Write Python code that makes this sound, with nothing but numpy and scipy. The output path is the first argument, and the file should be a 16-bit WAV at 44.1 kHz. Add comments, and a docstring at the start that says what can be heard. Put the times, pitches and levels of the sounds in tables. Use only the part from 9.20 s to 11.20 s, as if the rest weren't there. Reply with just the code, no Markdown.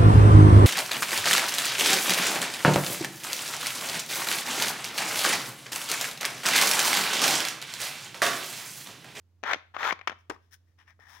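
"""A faint electrical hum, rumble and hiss run all through. Close by, a finger pushes a hard plastic cup along its slot
in a hollow plastic puzzle board, there and back: uneven jerks of friction ring the cup, which chatters as it slides.
Short snaps, buzzes and ringing tones make its clacks against the slot's ends and its rattle to rest. The finger then
knocks into the uncovered well and rubs around in it, as soft grainy strokes. A small room answers with a fading tail."""
import sys
import numpy as np
from scipy import signal
from scipy.fft import rfft, irfft, next_fast_len
from scipy.io import wavfile
from scipy.ndimage import map_coordinates

SR = 44100
rng = np.random.default_rng(int(sys.argv[2]) if len(sys.argv) > 2 else 0)


def master(y):
    """Save y as 16-bit WAV."""
    cut = np.clip(np.atleast_2d(y).T, -1, 1)
    pcm = np.round(cut * 32767)  # scale
    wavfile.write(sys.argv[1], SR, pcm.astype(np.int16))


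N = 88200  # length of the sound [samples]

# How loud each push of the cup is as it goes along; one list per push: (time [s], level [dB])
SLIDES = [
    [(.237, -58), (.243, -40.5), (.256, -35.5), (.268, -32.5), (.295, -29.5), (.308, -28.5), (.32, -25),
     (.335, -38), (.352, -55)],
    [(.54, -52.5), (.548, -42.5), (.578, -47), (.592, -35), (.626, -34), (.645, -29), (.672, -29),
     (.704, -30.5), (.72, -37), (.735, -60)],
]
# Tone of each push: (bass [dB], treble [dB], strongest resonance [Hz], its lift [dB])
SLIDE_TONES = [(2, -3, 1850, 5), (5, 3, 1250, 3.5)]
# Tone shared by both pushes: (frequency [Hz], level [dB])
SLIDE_COLOUR = [(59, -49), (100, -32), (134, -44), (243, -26.5), (497, -11), (682, -11), (898, -2),
                (1800, -1.5), (2220, -8.5), (2750, -13.5), (3390, -9.5), (4750, -21.5), (6530, -22.5),
                (8230, -39.5), (15500, -37)]
# Tones the cup rings at, also used by its clacks: (frequency [Hz], level [dB], time to fall 60 dB [s])
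CUP_MODES = [(237.5, -0.5, 0.037), (793, -2.5, 0.06), (895, 5, 0.022), (1098, 2.5, 0.037),
             (1272, -16, 0.15), (1400, 0.5, 0.062), (1623, 1.5, 0.014), (1830, -0.5, .04),
             (2370, -6.5, 0.068), (2572, 2.5, 0.033), (3500, -6.5, 0.071), (3660, -2, 0.028),
             (5440, 5.5, 0.071), (6450, -2.5, .025)]
SLIPS_PER_S, SLIP_SPREAD_DB, SLIDE_HISS_DB, SLIDE_PAN_DB = 1800, 3, 2.5, 7
SLIDE_TREBLE_HZ = 3200
SLIDE_BRIGHTENS = 0.35  # extra dB of treble per dB of level


def slides(ring_db):
    """The cup chatters along the slot and rings; the louder the scrape, the brighter it is."""
    out = np.zeros((2, N))
    low_pass = signal.butter(3, SLIDE_TREBLE_HZ, fs=SR, output="sos")
    cup_t = np.arange(SR // 16) / SR
    for push, tone in zip(SLIDES, SLIDE_TONES):
        times, levels_db = np.transpose(push)
        i = np.arange(round(times[0] * SR), round(times[-1] * SR))
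        level_db = np.interp(i / SR, times, levels_db)
        jerks = friction(len(i), SLIPS_PER_S, SLIP_SPREAD_DB, SLIDE_HISS_DB)
        jerks = chatter(len(i)) * jerks
        rung = signal.fftconvolve(jerks, ring(CUP_MODES, cup_t)[None], axes=1)[:, :len(i)]
        scrape = unit(coloured(jerks + amp(ring_db) * rung, SLIDE_COLOUR, *tone))
        body = signal.sosfiltfilt(low_pass, scrape)
        treble = scrape - body
        treble_gain = amp(SLIDE_BRIGHTENS * (level_db - levels_db.max()))
        out[:, i] += amp(level_db) * (body + treble_gain * treble)
    return pan(SLIDE_PAN_DB) * out


CHATTER_PER_S, CHATTER_FALL_S, CHATTER_DEPTH = 190, 0.0014, 1.1


def chatter(size):
    """The cup catches and lets go at uneven moments; each release is a short spurt of friction."""
    draws = rng.random((200, 2))  # columns: gap, strength
    gaps = (0.5 + draws[:, 0]) / CHATTER_PER_S
    starts = np.r_[0, np.cumsum(gaps)]
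    t = np.arange(size) / SR
    latest = np.searchsorted(starts, t, side="right") - 1
    strength = CHATTER_DEPTH * 2 * draws[latest, 1]
    return 1 + strength * np.exp(-2 * (t - starts[latest]) / CHATTER_FALL_S)


def friction(size, per_s, spread_db, hiss_db):
    """Stick and slip: uneven little jerks over a fine hiss."""
    happens = rng.random(size) < per_s / SR
    strength = amp(spread_db * np.clip(rng.standard_normal(size), -2, 2))
    jerks = happens * strength * rng.choice([-1, 1], (2, size))
    return unit(jerks) + amp(hiss_db) * rng.standard_normal((2, size))


# The cup hits the slot: (time [s], level [dB], bass [dB], treble [dB], strongest resonance [Hz],
# its lift [dB], left over right [dB])
CLACKS = [(.2315, -45, 24, 7, 900, -2, 8), (.2367, -33.5, -1.5, 6, 1000, 2.5, 13.5),
          (.2435, -40, 3, 0.5, 232, 10, 5.5), (.3275, -37.5, 4.5, -1, 1800, 11, 10),
          (.3325, -24, -4.5, 11, 2100, 1.5, 3.5), (.3353, -26.5, -16, 10.5, 1900, 7.5, 12.5),
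          (.3445, -29.5, 2.5, 8, 2000, 6, 4), (.359, -42.5, 8.5, -5, 276, 9.5, 0),
          (.544, -40.5, -0.5, -16, 886, 23, 12), (.5655, -32, 0, -13, 1300, 9, 13.5),
          (.6305, -28, -0.5, 8.5, 1900, 14.5, 5), (.650, -30, -5, -8.5, 1730, 7, 5.5),
          (.708, -25.5, -7.5, -5.5, 2180, 15, 10), (.723, -29, 8, 6.5, 1100, 14, 7.5),
          (.726, -30.5, 10, 16, 650, 6, 9), (.7915, -47, 1.5, -3, 1200, 8.5, 11),
          (.813, -43.5, -19, -12, 2300, 4, 11.5), (.8743, -25, 4.5, 12, 1200, 11, 10),
          (.8775, -27.5, -5, 12, 1300, 11.5, 12.5), (.8798, -30, -15.5, -5, 2200, 9, 1.5),
          (.8967, -34.5, 8.5, 9, 1600, 4.5, 10.5), (.908, -40.5, -3, -4, 1400, 5.5, 4),
          (.918, -42.5, 0.5, -3, 1100, 5.5, 9), (.926, -44.5, -3, -13.5, 1400, 2, 6.5)]
# Tone shared by all the clacks: (frequency [Hz], level [dB])
CLACK_COLOUR = [(70, -48.5), (160, -12.5), (350, -5.5), (750, -1), (1250, -2), (2200, -1), (3300, -6.5),
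                (4400, -17), (6300, -21), (8000, -42), (15000, -48)]


def clacks():
    """The cup clacks against the slot's ends and rattles to rest, ringing its own tones."""
    return contacts(CLACKS, CLACK_COLOUR, CUP_MODES, ring_db=-9.5, buzz_db=4, buzz_t60=0.02)


# The finger knocks in the well: (time [s], level [dB], bass [dB], treble [dB], strongest resonance [Hz],
# its lift [dB], left over right [dB])
KNOCKS = [(1.098, -36, 13, 12.5, 430, 2, 12), (1.1015, -32, -5.5, -1.5, 1390, 10.5, 11),
          (1.1063, -40, -5.5, -6, 430, -5, -0.5), (1.1098, -35, -10.5, -13, 997, 15, 0),
          (1.121, -46.5, 15, 4.5, 1110, -5.5, 6), (1.162, -55, -8, -14.5, 1120, 11.5, 9.5),
          (1.792, -60.5, -4, -20.5, 680, 19, 13)]
# Tone shared by all the knocks: (frequency [Hz], level [dB])
KNOCK_COLOUR = [(60, -15.5), (160, -9.5), (260, 0.5), (430, 8), (560, -1), (750, -0.5), (1030, -2.5),
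                (1500, 1), (2400, -4), (4200, -14.5), (5300, -12.5), (7600, -21.5), (15000, -37.5)]
# Tones the well rings at: (frequency [Hz], level [dB], time to fall 60 dB [s])
WELL_MODES = [(311, 5.5, 0.12), (436, -0.5, 0.051), (1020, -3, 0.04), (1356, -0.5, 0.023), (1810, 4, 0.046),
              (5260, 21, 0.026)]


def knocks():
    """The finger knocks into the uncovered well and sets off the well's tones."""
    return contacts(KNOCKS, KNOCK_COLOUR, WELL_MODES, ring_db=-7.5, buzz_db=4.5, buzz_t60=0.023)


def contacts(rows, colour, modes, ring_db, buzz_db, buzz_t60):
    """Each contact is a sharp snap, a short dense buzz of the plastic shell and its ringing tones."""
    out = np.zeros((2, N + SR))
    t = np.arange(SR // 8) / SR
    for start, level_db, *tone, pan_db in rows:
        buzz = rng.standard_normal((2, len(t))) * amp(-60 * t / buzz_t60)
        buzz /= np.linalg.norm(buzz, axis=1, keepdims=True)
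        snap = t == 0
        blow = snap + amp(buzz_db) * buzz[0] + amp(ring_db) * ring(modes, t)
        blow /= np.linalg.norm(blow)
        hit = coloured(np.array([blow, buzz[1]]), colour, *tone)
        hit /= np.sqrt(np.mean(hit[:, :SR // 200] ** 2))  # the level is that of the first 5 ms
        out[:, round(start * SR):][:, :len(t)] += amp(level_db) * pan(pan_db) * hit
    return out[:, :N]


def ring(modes, t):
    """Fading tones of unit energy in all, a little different in pitch and level every time."""
    total = np.zeros(len(t))
    for hz, db, t60 in modes:
        loudness = amp(db + rng.normal(0, 2) - 60 * t / t60)
        pitch = hz * (1 + rng.normal(0, 0.008))
        total += loudness * np.sin(2 * np.pi * pitch * t)
    return total / np.linalg.norm(total)


# The fingertip rubs the plastic: (time [s], rise [s], hold [s], release [s], level [dB], bass [dB],
# treble [dB], strongest resonance [Hz], left over right [dB])
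RUBS = [(0.975, 0.013, .02, .05, -74.5, -8, 18.5, 6050, 0),
        (1.108, 0.0044, 0.034, 0.045, -54, 19, -16, 920, 12),
        (1.201, .025, .04, 0.12, -79.5, -5, 4.5, 3480, 8.5),
        (1.309, 0.028, 0.0064, 0.027, -52, -12, 13.5, 1460, 13.5),
        (1.453, 0.032, 0.0057, 0.12, -82.5, 5, 9, 1960, 17),
        (1.576, 0.013, 0.0278, 0.077, -62, -10.5, -13.5, 2830, 9),
        (1.658, 0.023, 0.025, .05, -58, -4.5, -12.5, 2330, 8),
        (1.793, 0.00605, 0.077, 0.027, -61, 11.5, -7, 1830, 12.5),
        (1.856, 0.04, .065, 0.17, -56.5, 8, 2, 966, 14.5)]
# Tone shared by all the rubs: (frequency [Hz], level [dB])
RUB_COLOUR = [(150, -23.5), (550, -20.5), (850, -5), (1400, -6), (1830, 2), (2200, -8), (2750, -13),
              (3500, -8), (4600, -20), (5200, -5.5), (5800, -9), (6400, -17), (7900, -25.5), (9600, -21),
              (13000, -29.5), (15200, -20)]
RUB_GRAINS_PER_S, RUB_SPREAD_DB, RUB_HISS_DB = 2700, 5.5, -1.5


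def rubs(rise_db, release_db, focus_db):
    """Soft grainy strokes of the fingertip that swell, hold and fade."""
    out = np.zeros((2, N + SR))
    t = np.arange(SR // 3) / SR
    for start, rise, hold, release, level_db, *tone, pan_db in RUBS:
        swell_db = -rise_db * np.maximum(1 - t / rise, 0)
        fade_db = -release_db * np.maximum(t - rise - hold, 0) / release
        grains = friction(len(t), RUB_GRAINS_PER_S, RUB_SPREAD_DB, RUB_HISS_DB)
        stroke = unit(coloured(grains, RUB_COLOUR, *tone, focus_db))
        loudness = amp(level_db + swell_db + fade_db)
        out[:, round(start * SR):][:, :len(t)] += loudness * pan(pan_db) * stroke
    return out[:, :N]


# Extra level of left over right at each pitch: (frequency [Hz], level difference [dB])
SHADOW = [(150, -6), (300, -11), (600, -0.5), (1100, 0), (2200, 0.5), (4200, -2), (8500, 3)]
LEFT_LEAD_S = 0.00006


def ports(x):
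    """The board lies to the left: sound gets there sooner, and the balance of the sides varies with pitch."""
    m = next_fast_len(N + SR // 2)
    hz = np.fft.rfftfreq(m, 1 / SR)
    # each side takes half the difference in level and time
    left = amp(along(SHADOW, hz) / 2) * np.exp(1j * np.pi * hz * LEFT_LEAD_S)
    return irfft(rfft(x, m) * np.array([left, 1 / left]), m)[:, :N]


# How long the room rings on: (frequency [Hz], time to fall 60 dB [s])
ROOM = [(150, 0.17), (600, .36), (1500, 0.34), (4000, 0.37), (7000, 0.25), (12000, .18)]
ROOM_DB, ROOM_DELAY_S, ROOM_PAN_DB = -17, 0.0068, 3


def room(x):
    """The room's tail is fading noise; each frequency dies at its own speed."""
    hz, t, noise = signal.stft(rng.standard_normal((2, SR // 2)), SR, nperseg=256)
    fade = amp(-60 * t / along(ROOM, hz)[:, None])
    tail = signal.istft(noise * fade, SR, nperseg=256)[1]
    tail /= np.linalg.norm(tail[0])
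    tail = np.pad(tail, ((0, 0), (round(ROOM_DELAY_S * SR), 0)))
    answer = signal.fftconvolve(x.mean(0)[None], tail, axes=1)[:, :N]
    return amp(ROOM_DB) * pan(ROOM_PAN_DB) * answer


# Tone of the faint hiss: (frequency [Hz], level [dB])
FLOOR_COLOUR = [(70, -25.5), (130, -8), (300, -9.5), (600, -19), (1200, -23.5), (3000, -28.5),
                (6500, -30.5), (9000, -45), (15500, -41)]
# Tone of the low rumble: (frequency [Hz], level [dB])
RUMBLE_COLOUR = [(20, -12), (40, -16.5), (58, 0), (100, 4.5), (160, -23), (400, -37)]
FLOOR_DB, RUMBLE_DB = -77.5, -74.5
HUM_HZ, HUM_DB, HUM_PAN_DB, HUM_WAVER_DB = 87.6, -64.5, -3, 0.7


def background(wavers_per_s):
    """A slightly wavering electrical hum, a pure tone, over the room's faint rumble and hiss of noise."""
    t = np.arange(N) / SR
    waver = map_coordinates(rng.standard_normal(size=100), [t * wavers_per_s])  # smooth random curve
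    tone = np.sqrt(2) * np.sin(2 * np.pi * HUM_HZ * t)
    hum = amp(HUM_DB + HUM_WAVER_DB * waver) * tone
    hiss = unit(coloured(rng.standard_normal((2, N)), FLOOR_COLOUR))
    rumble = unit(coloured(rng.standard_normal((2, N)), RUMBLE_COLOUR))
    return pan(HUM_PAN_DB) * hum + amp(FLOOR_DB) * hiss + amp(RUMBLE_DB) * rumble


# How alike left and right are, 1 being the same: (frequency [Hz], likeness [0 to 1])
ALIKE = [(100, 0.85), (550, 0.54), (1000, 0.51), (2000, .6), (5000, 0.1), (12000, 0.12)]
FOCUS_OCTAVES = 0.27  # half width of the resonance


def coloured(pair, colour, bass_db=0, treble_db=0, focus_hz=1000, focus_db=0):
    """Two signals become left and right, through a tone curve with bass, treble and one resonance."""
    n = pair.shape[1]
    m = 2 * next_fast_len(n // 2 + 2048)
    hz = np.fft.rfftfreq(m, 1 / SR)
    bass = bass_db / (1 + (hz / 500) ** 2)
    treble = treble_db * hz ** 2 / (hz ** 2 + 3200 ** 2)
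    octaves_away = np.log2((hz + 1) / focus_hz)
    focus = focus_db / (1 + (octaves_away / FOCUS_OCTAVES) ** 2)
    db = along(colour, hz) + bass + treble + focus
    # folding the cepstrum makes a filter that never sounds before its input
    cepstrum = irfft(np.log(amp(db)))[:m // 2]
    response = np.exp(rfft(np.r_[cepstrum[0], 2 * cepstrum[1:]], m))
    turn = np.arccos(np.clip(along(ALIKE, hz), -1, 1)) / 2
    mid, side = rfft(pair, m) * response * [np.cos(turn), np.sin(turn)]
    return irfft(np.array([mid + side, mid - side]), m)[:, :n]


def along(points, hz):
    """Read a table of (frequency, value) points on a log frequency axis."""
    f, v = np.transpose(points)
    return np.interp(np.log(hz + 1), np.log(f + 1), v)


def pan(db):
    """Left and right gains for a level difference; above 0 the left is louder."""
    return amp(np.array([[db], [-db]]) / 2)


def amp(db):
    """Decibels to gain."""
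    return 10 ** (np.asarray(db) / 20)


def unit(x):
    """Scale to an average (rms) level of 1."""
    return x / np.sqrt(np.mean(x ** 2) + 1e-20)


def scene():
    """Cup and finger on the board, in the room, over the background."""
    cup = slides(ring_db=-15) + clacks()
    finger = knocks() + rubs(rise_db=21, release_db=30.5, focus_db=6.5)
    board = cup + finger
    return ports(board) + room(board) + background(wavers_per_s=14)


TOP_HZ = 15900


def record(dry):
    """The recorder keeps nothing at or above its band limit."""
    m = next_fast_len(N + SR // 2)
    kept = np.fft.rfftfreq(m, 1 / SR) < TOP_HZ
    return irfft(rfft(dry, m) * kept, m)[:, :N]


dry = scene()
out = record(dry)
master(out)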